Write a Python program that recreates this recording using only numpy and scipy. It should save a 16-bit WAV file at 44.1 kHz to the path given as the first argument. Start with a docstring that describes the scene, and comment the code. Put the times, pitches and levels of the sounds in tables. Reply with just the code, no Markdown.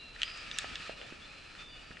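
"""Toy pistol in a brick ruin

A gloved hand works a toy pistol: a double click, a bright snap and small ticks ring its frame
and catch, and soft knocks land on the grip, over the rustle of glove and sleeve. The bare walls
answer faintly; distant birds whistle outside over a low rumble of air."""
import sys
import numpy as np
from scipy import signal
from scipy.fft import rfft, irfft, next_fast_len
from scipy.io import wavfile
from scipy.ndimage import map_coordinates

SR = 44100
rng = np.random.default_rng(int(sys.argv[2]) if len(sys.argv) > 2 else 0)


def digitize_waveform(pressure):
    """Quantize a signal to 16-bit integers and store it at the path in sys.argv[1].

    Rows of a 2-D input are taken as channels; values are limited to [-1, 1].
    """
    field = np.atleast_2d(pressure).T
    bounded = np.clip(field, -1, 1)
    quanta = np.round(bounded * 32767).astype(np.int16)
    wavfile.write(sys.argv[1], SR, quanta)


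N = 88200


def amp(db):
    """Decibels to gain."""
    return 10 ** (np.asarray(db) / 20)


def unit(x):
    """x at rms 1."""
    return x / np.sqrt(np.mean(x ** 2) + 1e-20)


def along(points, hz):
    """Read a curve of (frequency [Hz], value) points on a log axis."""
    freqs, values = np.transpose(points)
    return np.interp(np.log(hz + 1), np.log(freqs + 1), values)


def fade(t, t60):
    """Exponential decay, 60 dB down at t60 seconds."""
    return np.exp(-np.log(1000) * t / t60)


def wobble(rate):
    """A smooth random curve, rate knots a second."""
    return map_coordinates(rng.standard_normal(int(N * rate / SR) + 4), [np.arange(N) * rate / SR])


def filtered(x, response):
    """EQ x with a gain that is a function of frequency."""
    n = x.shape[-1]
    padded = next_fast_len(n + 8192)
    return irfft(rfft(x, padded) * response(np.fft.rfftfreq(padded, 1 / SR)), padded)[..., :n]


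def causal(gain):
    """The most compact (minimum-phase) impulse response with these gains."""
    cepstrum = irfft(np.log(np.maximum(gain, 1e-6)))
    half = len(cepstrum) // 2
    cepstrum[1:half] *= 2
    cepstrum[half + 1:] = 0
    return irfft(np.exp(rfft(cepstrum)))


def add(track, start, sound):
    """Mix a sound into a track at start seconds."""
    i = round(start * SR)
    part = sound[max(-i, 0):max(N - i, 0)]
    track[max(i, 0):][:len(part)] += part


# Stereo image, widest in the low mids (frequency [Hz], left-right correlation [0-1])
STEREO_IMAGE = [(30, 0.97), (70, 0.98), (170, 0.82), (350, 0.092), (700, 0.067), (1400, 0.72), (2800, 0.8),
                (8000, 0.77)]
def spread(pair, colour):
    """Two unrelated signals become a coloured stereo sound of rms 1."""
    def mid_side_gains(hz):
        angle = np.arccos(np.clip(along(STEREO_IMAGE, hz), -1, 1)) / 2
        return amp(along(colour, hz)) * [np.cos(angle), np.sin(angle)]
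    mid, side = filtered(pair, mid_side_gains)
    return unit(np.array([mid + side, mid - side]))


def reverb(x, decay):
    """Diffuse stereo reflections of x at about its energy; decay is (frequency [Hz], t60 [s])."""
    hz, t, noise = signal.stft(rng.standard_normal((2, SR // 2)), SR, nperseg=256)
    tail = signal.istft(noise * fade(t, along(decay, hz)[:, None]), SR, nperseg=256)[1]
    tail = spread(tail, [(1, 0)])
    return signal.fftconvolve(x[None], tail / np.linalg.norm(tail[0]), axes=1)[:, :N]


# EQ of the air bed (frequency [Hz], gain [dB])
AIR_EQ = [(10, -16), (30, -2), (60, -9), (120, -13.5), (250, -15.5), (600, -18.5), (1000, -22.5),
          (2500, -46), (5000, -38), (9000, -45), (11000, -46), (12000, -102)]
def air():
    """Outdoor air: a steady, low rumble of noise."""
    return amp(-56.5) * spread(rng.standard_normal((2, N)), AIR_EQ)


# Bird calls (time [s], length [s], start pitch [Hz], end pitch [Hz], level [dB], rasp [0-1])
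BIRD_CALLS = [(-.04, 0.21, 3990, 4044, -52, 0.29), (-.02, 0.14, 2794, 2680, -53.5, 0.16),
              (0.242, 0.19, 4970, 4920, -49, 0.5), (0.528, 0.079, 5930, 5500, -54, 0.77),
              (0.721, 0.063, 3450, 3400, -54, 0.17), (0.8, 0.27, 4136, 4080, -58.5, 0.16),
              (.88, 0.088, 2730, 2910, -52.5, 0.22), (.99, 0.07, 3480, 3490, -55.5, 0.19),
              (1.212, 0.053, 3445, 3510, -51, 0), (1.238, 0.322, 4110, 4085, -59.5, 0.02),
              (1.28, 0.15, 2506, 2545, -55.5, .2), (1.577, 0.22, 3564, 3517, -53.5, 0),
              (1.68, 0.1, 4660, 4620, -60, 0.12), (1.704, 0.12, 2910, 2890, -57.5, 0.03),
              (1.81, 0.13, 4700, 4600, -62, 0), (1.928, 0.062, 2750, 2810, -56.5, 0.26)]
def birds():
    """Thin, trembling whistles, smeared by distance; in a raspy call pitch and level shake fast."""
    waver_hz, tremble_db, rasp_hz, rasp_db = 30.3, 1.5, 220, 3  # modulation depths
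    edge_s, sag_db, trees_t60_s = 0.0096, 6, 0.45
    calls = np.zeros(N)
    for start, length, start_hz, end_hz, db, rasp in BIRD_CALLS:
        t = np.arange(int(length * SR)) / SR
        glide = start_hz + (end_hz - start_hz) * t / length
        waver = waver_hz * wobble(311.4) + rasp * rasp_hz * wobble(912)
        tone = np.sin(2 * np.pi * np.cumsum(glide + waver[:len(t)]) / SR)
        tremble = amp(tremble_db * wobble(111.7) + rasp * rasp_db * wobble(413))
        edges = np.clip(np.minimum(t, length - t) / edge_s, 0, 1)
        sag = amp(sag_db * (.5 - t / length))  # each call weakens as it goes
        add(calls, start, amp(db) * edges * sag * unit(tremble[:len(t)]) * tone)
    return amp(-1) * calls + amp(-7) * reverb(calls, [(3000, trees_t60_s)])


# Fader ride of the rustle (time [s], level [dB])
RUSTLE_RIDE = [(0, -58), (.16, -54.5), (0.209, -46.5), (.28, -47.5), (.34, -47.5), (0.419, -45.5),
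               (.55, -47.5), (.62, -42.5), (.72, -45.5), (.8, -46.5), (0.867, -44.5), (.95, -52),
               (1.05, -49.5), (1.17, -51.5), (1.541, -54), (1.61, -48.5), (1.68, -58), (1.8, -53),
               (2, -55.5)]
# EQ of the cloth (frequency [Hz], gain [dB])
CLOTH_EQ = [(200, -23), (600, -12), (1050, -16), (1270, -0.5), (1550, -7.5), (1800, -2), (2050, -9),
            (2500, 1.5), (3200, -7.5), (4800, -10), (6000, -18.5), (8400, -23), (9500, -35.5),
            (11000, -34.5), (12000, -133)]
def rustle():
    """Glove and sleeve rub: a fluttering hiss dotted with tiny crease ticks."""
    creases_per_s, crease_db, scatter_db, flutter_db = 400, -10, 8, 1
    level_db = np.interp(np.arange(N) / SR, *np.transpose(RUSTLE_RIDE)) + flutter_db * wobble(44.81)
    onsets = rng.random((2, N)) < creases_per_s / SR
    creases = onsets * amp(scatter_db * np.clip(rng.standard_normal((2, N)), -2, 2))
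    hiss = rng.standard_normal((2, N))
    return amp(level_db) * spread(hiss + amp(crease_db) * unit(creases), CLOTH_EQ)


def strike(modes, tilt_db, contact_hz):
    """One hit of peak 1: damped modes, boosted at the contact's pitch and rolled off above it."""
    shell_hz = 1323  # the small shell radiates little below this
    boost_db, boost_octaves = 4, .25
    chatter_db, chatter_t60_s = -11, 0.021
    size = SR // 10
    hz, t = np.fft.rfftfreq(size, 1 / SR), np.arange(size) / SR
    power = sum(amp(2 * db) / (1 + ((hz - mode_hz) * 2 * np.pi * t60 / np.log(1000)) ** 2)
                for mode_hz, db, t60 in modes)
    passband = 1 / np.sqrt((1 + (shell_hz / (hz + 1)) ** 16) * (1 + (hz / contact_hz) ** 8))
    tilt = amp(tilt_db * np.log2(np.maximum(hz / shell_hz, 1)))
    boost = amp(boost_db * np.exp(-(np.log2((hz + 1) / contact_hz) / boost_octaves) ** 2))
    ring = causal(np.sqrt(power) * passband * tilt * boost)
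    burst = fade(t, chatter_t60_s) * rng.standard_normal(size)
    chatter = signal.fftconvolve(ring, burst / np.linalg.norm(burst))[:size]
    hit = ring + amp(chatter_db) * chatter
    return hit / np.abs(hit).max()


# Ring of the frame (frequency [Hz], level [dB], t60 [s])
FRAME_MODES = [(1330, -13, .014), (1900, -2.5, .009), (2450, 2, .009), (2780, 1, .007), (3170, 3, .009),
               (4020, -9, .008), (4450, -9, .008), (5750, -15, .004), (7500, -22, .003)]
# Light taps (time [s], level [dB], brightness [dB/octave], contact pitch [Hz])
CLICK_CUES = [(0.162, -36, -2, 1740), (0.2182, -19.5, 0.5, 6700), (0.2322, -15, 1, 7300),
              (0.2786, -31, 0, 4060), (0.314, -36, 1, 2760), (0.563, -36, -3, 3500),
              (1.015, -31.5, -8.5, 4900), (1.5514, -40.5, -17, 2000), (1.9125, -39.5, -15, 1820),
              (1.9704, -32, -9, 2300)]
def clicks():
    """Parts of the mechanism tap the frame: a double click and small ticks."""
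    out = np.zeros(N)
    for start, db, tilt_db, contact_hz in CLICK_CUES:
        add(out, start, amp(db) * strike(FRAME_MODES, tilt_db, contact_hz))
    return out


# Reverb time of the ruin (frequency [Hz], t60 [s])
WALL_DECAY = [(300, 0.91), (2500, 0.4), (7000, 0.2), (11500, 0.024)]
def walls(pistol):
    """Bare walls answer the pistol with tight early reflections and a faint, dark tail."""
    brick_hz = 6200  # rough brick swallows the treble above this
    dulled = filtered(pistol, lambda hz: 1 / np.sqrt(1 + (hz / brick_hz) ** 4))
    tail = amp(-12.5) * reverb(dulled, WALL_DECAY)
    early = amp(-6.5) * reverb(dulled, [(3000, 0.031)])
    return early + tail


# Ring of the catch (frequency [Hz], level [dB], t60 [s])
CATCH_MODES = [(1750, 6, .03), (2300, -1, .008), (2720, 1, .009), (3520, 3, .011), (3800, 7, .011),
               (4430, -5, .011), (5190, 0, .011), (5860, 0, .011), (6800, 5, .008), (7850, 1, .007),
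               (8400, -2, .008), (11000, -14, .006)]
# Light touches, and the snap's slip, hit and rebound (time [s], level [dB], contact pitch [Hz])
CATCH_CUES = [(0.3743, -35, 6600), (0.5139, -24.5, 4700), (.586, -30, 11600), (0.5866, -12.3, 11800),
              (0.5877, -23, 11500), (0.7564, -23, 5000)]
def snap():
    """The catch is nudged, snaps home and is touched again."""
    out = np.zeros(N)
    for start, db, contact_hz in CATCH_CUES:
        add(out, start, amp(db) * strike(CATCH_MODES, tilt_db=0, contact_hz=contact_hz))
    return out


# Dull scuffs (peak time [s], half length [s], level [dB], pitch [Hz])
SCUFF_CUES = [(0.476, 0.067, -60, 173), (0.653, 0.12, -59.5, 93), (0.716, 0.032, -53.5, 276),
              (1.035, 0.047, -54.5, 490)]
def scuffs():
    """The moving arm brushes the clothes in short, low swells of noise."""
    step_octaves = 0.57
    out, t = np.zeros((2, N)), np.arange(N) / SR
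    for peak_s, half_s, db, hz in SCUFF_CUES:
        band = [(hz * 2 ** (k * step_octaves), -5 * k * k) for k in range(-4, 5)]
        swell = np.exp(-((t - peak_s) / half_s) ** 2)
        out += amp(db) * swell * spread(rng.standard_normal((2, N)), band)
    return out


# Hand on grip (time [s], level [dB], pitch [Hz], t60 [s], frame ring against the thud [dB])
KNOCK_CUES = [(0.6441, -33, 726, 0.0089, 0.5), (0.8, -45, 188, 0.017, 2), (0.895, -31, 610, 0.013, -8),
              (1.1236, -38.5, 330, 0.012, -2.5), (1.9072, -40, 137, 0.0063, -5)]
def knocks():
    """A padded contact gives a short low thud and a dull ring of the frame."""
    attack_s = 0.00022
    out, t = np.zeros(N), np.arange(SR // 10) / SR
    for start, db, hz, t60, ring_db in KNOCK_CUES:
        thud = np.sin(2 * np.pi * hz * t) * fade(t, t60) * (1 - np.exp(-t / attack_s))
        ring = amp(ring_db) * strike(FRAME_MODES, tilt_db=-5, contact_hz=1840)
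        add(out, start, amp(db) * (thud / np.abs(thud).max() + ring))
    return out


def scene():
    """The mix: pistol and cloth up close, walls, air and birds behind."""
    lean_left = np.array([[1], [-1]])
    frame, catch, grip = clicks(), snap(), knocks()
    direct = frame * amp(0.7 * lean_left) + catch * amp(-0.5 * lean_left) + grip
    return direct + walls(frame + catch + grip) + air() + rustle() + scuffs() + birds()


def record(dry):
    """Master EQ: the top treble rolls off, then cuts out."""
    top_hz = 12280
    rolloff = [(11200, 0), (top_hz, -27)]
    return filtered(dry, lambda hz: amp(along(rolloff, hz)) * (hz < top_hz))


dry = scene()
out = record(dry)
digitize_waveform(out)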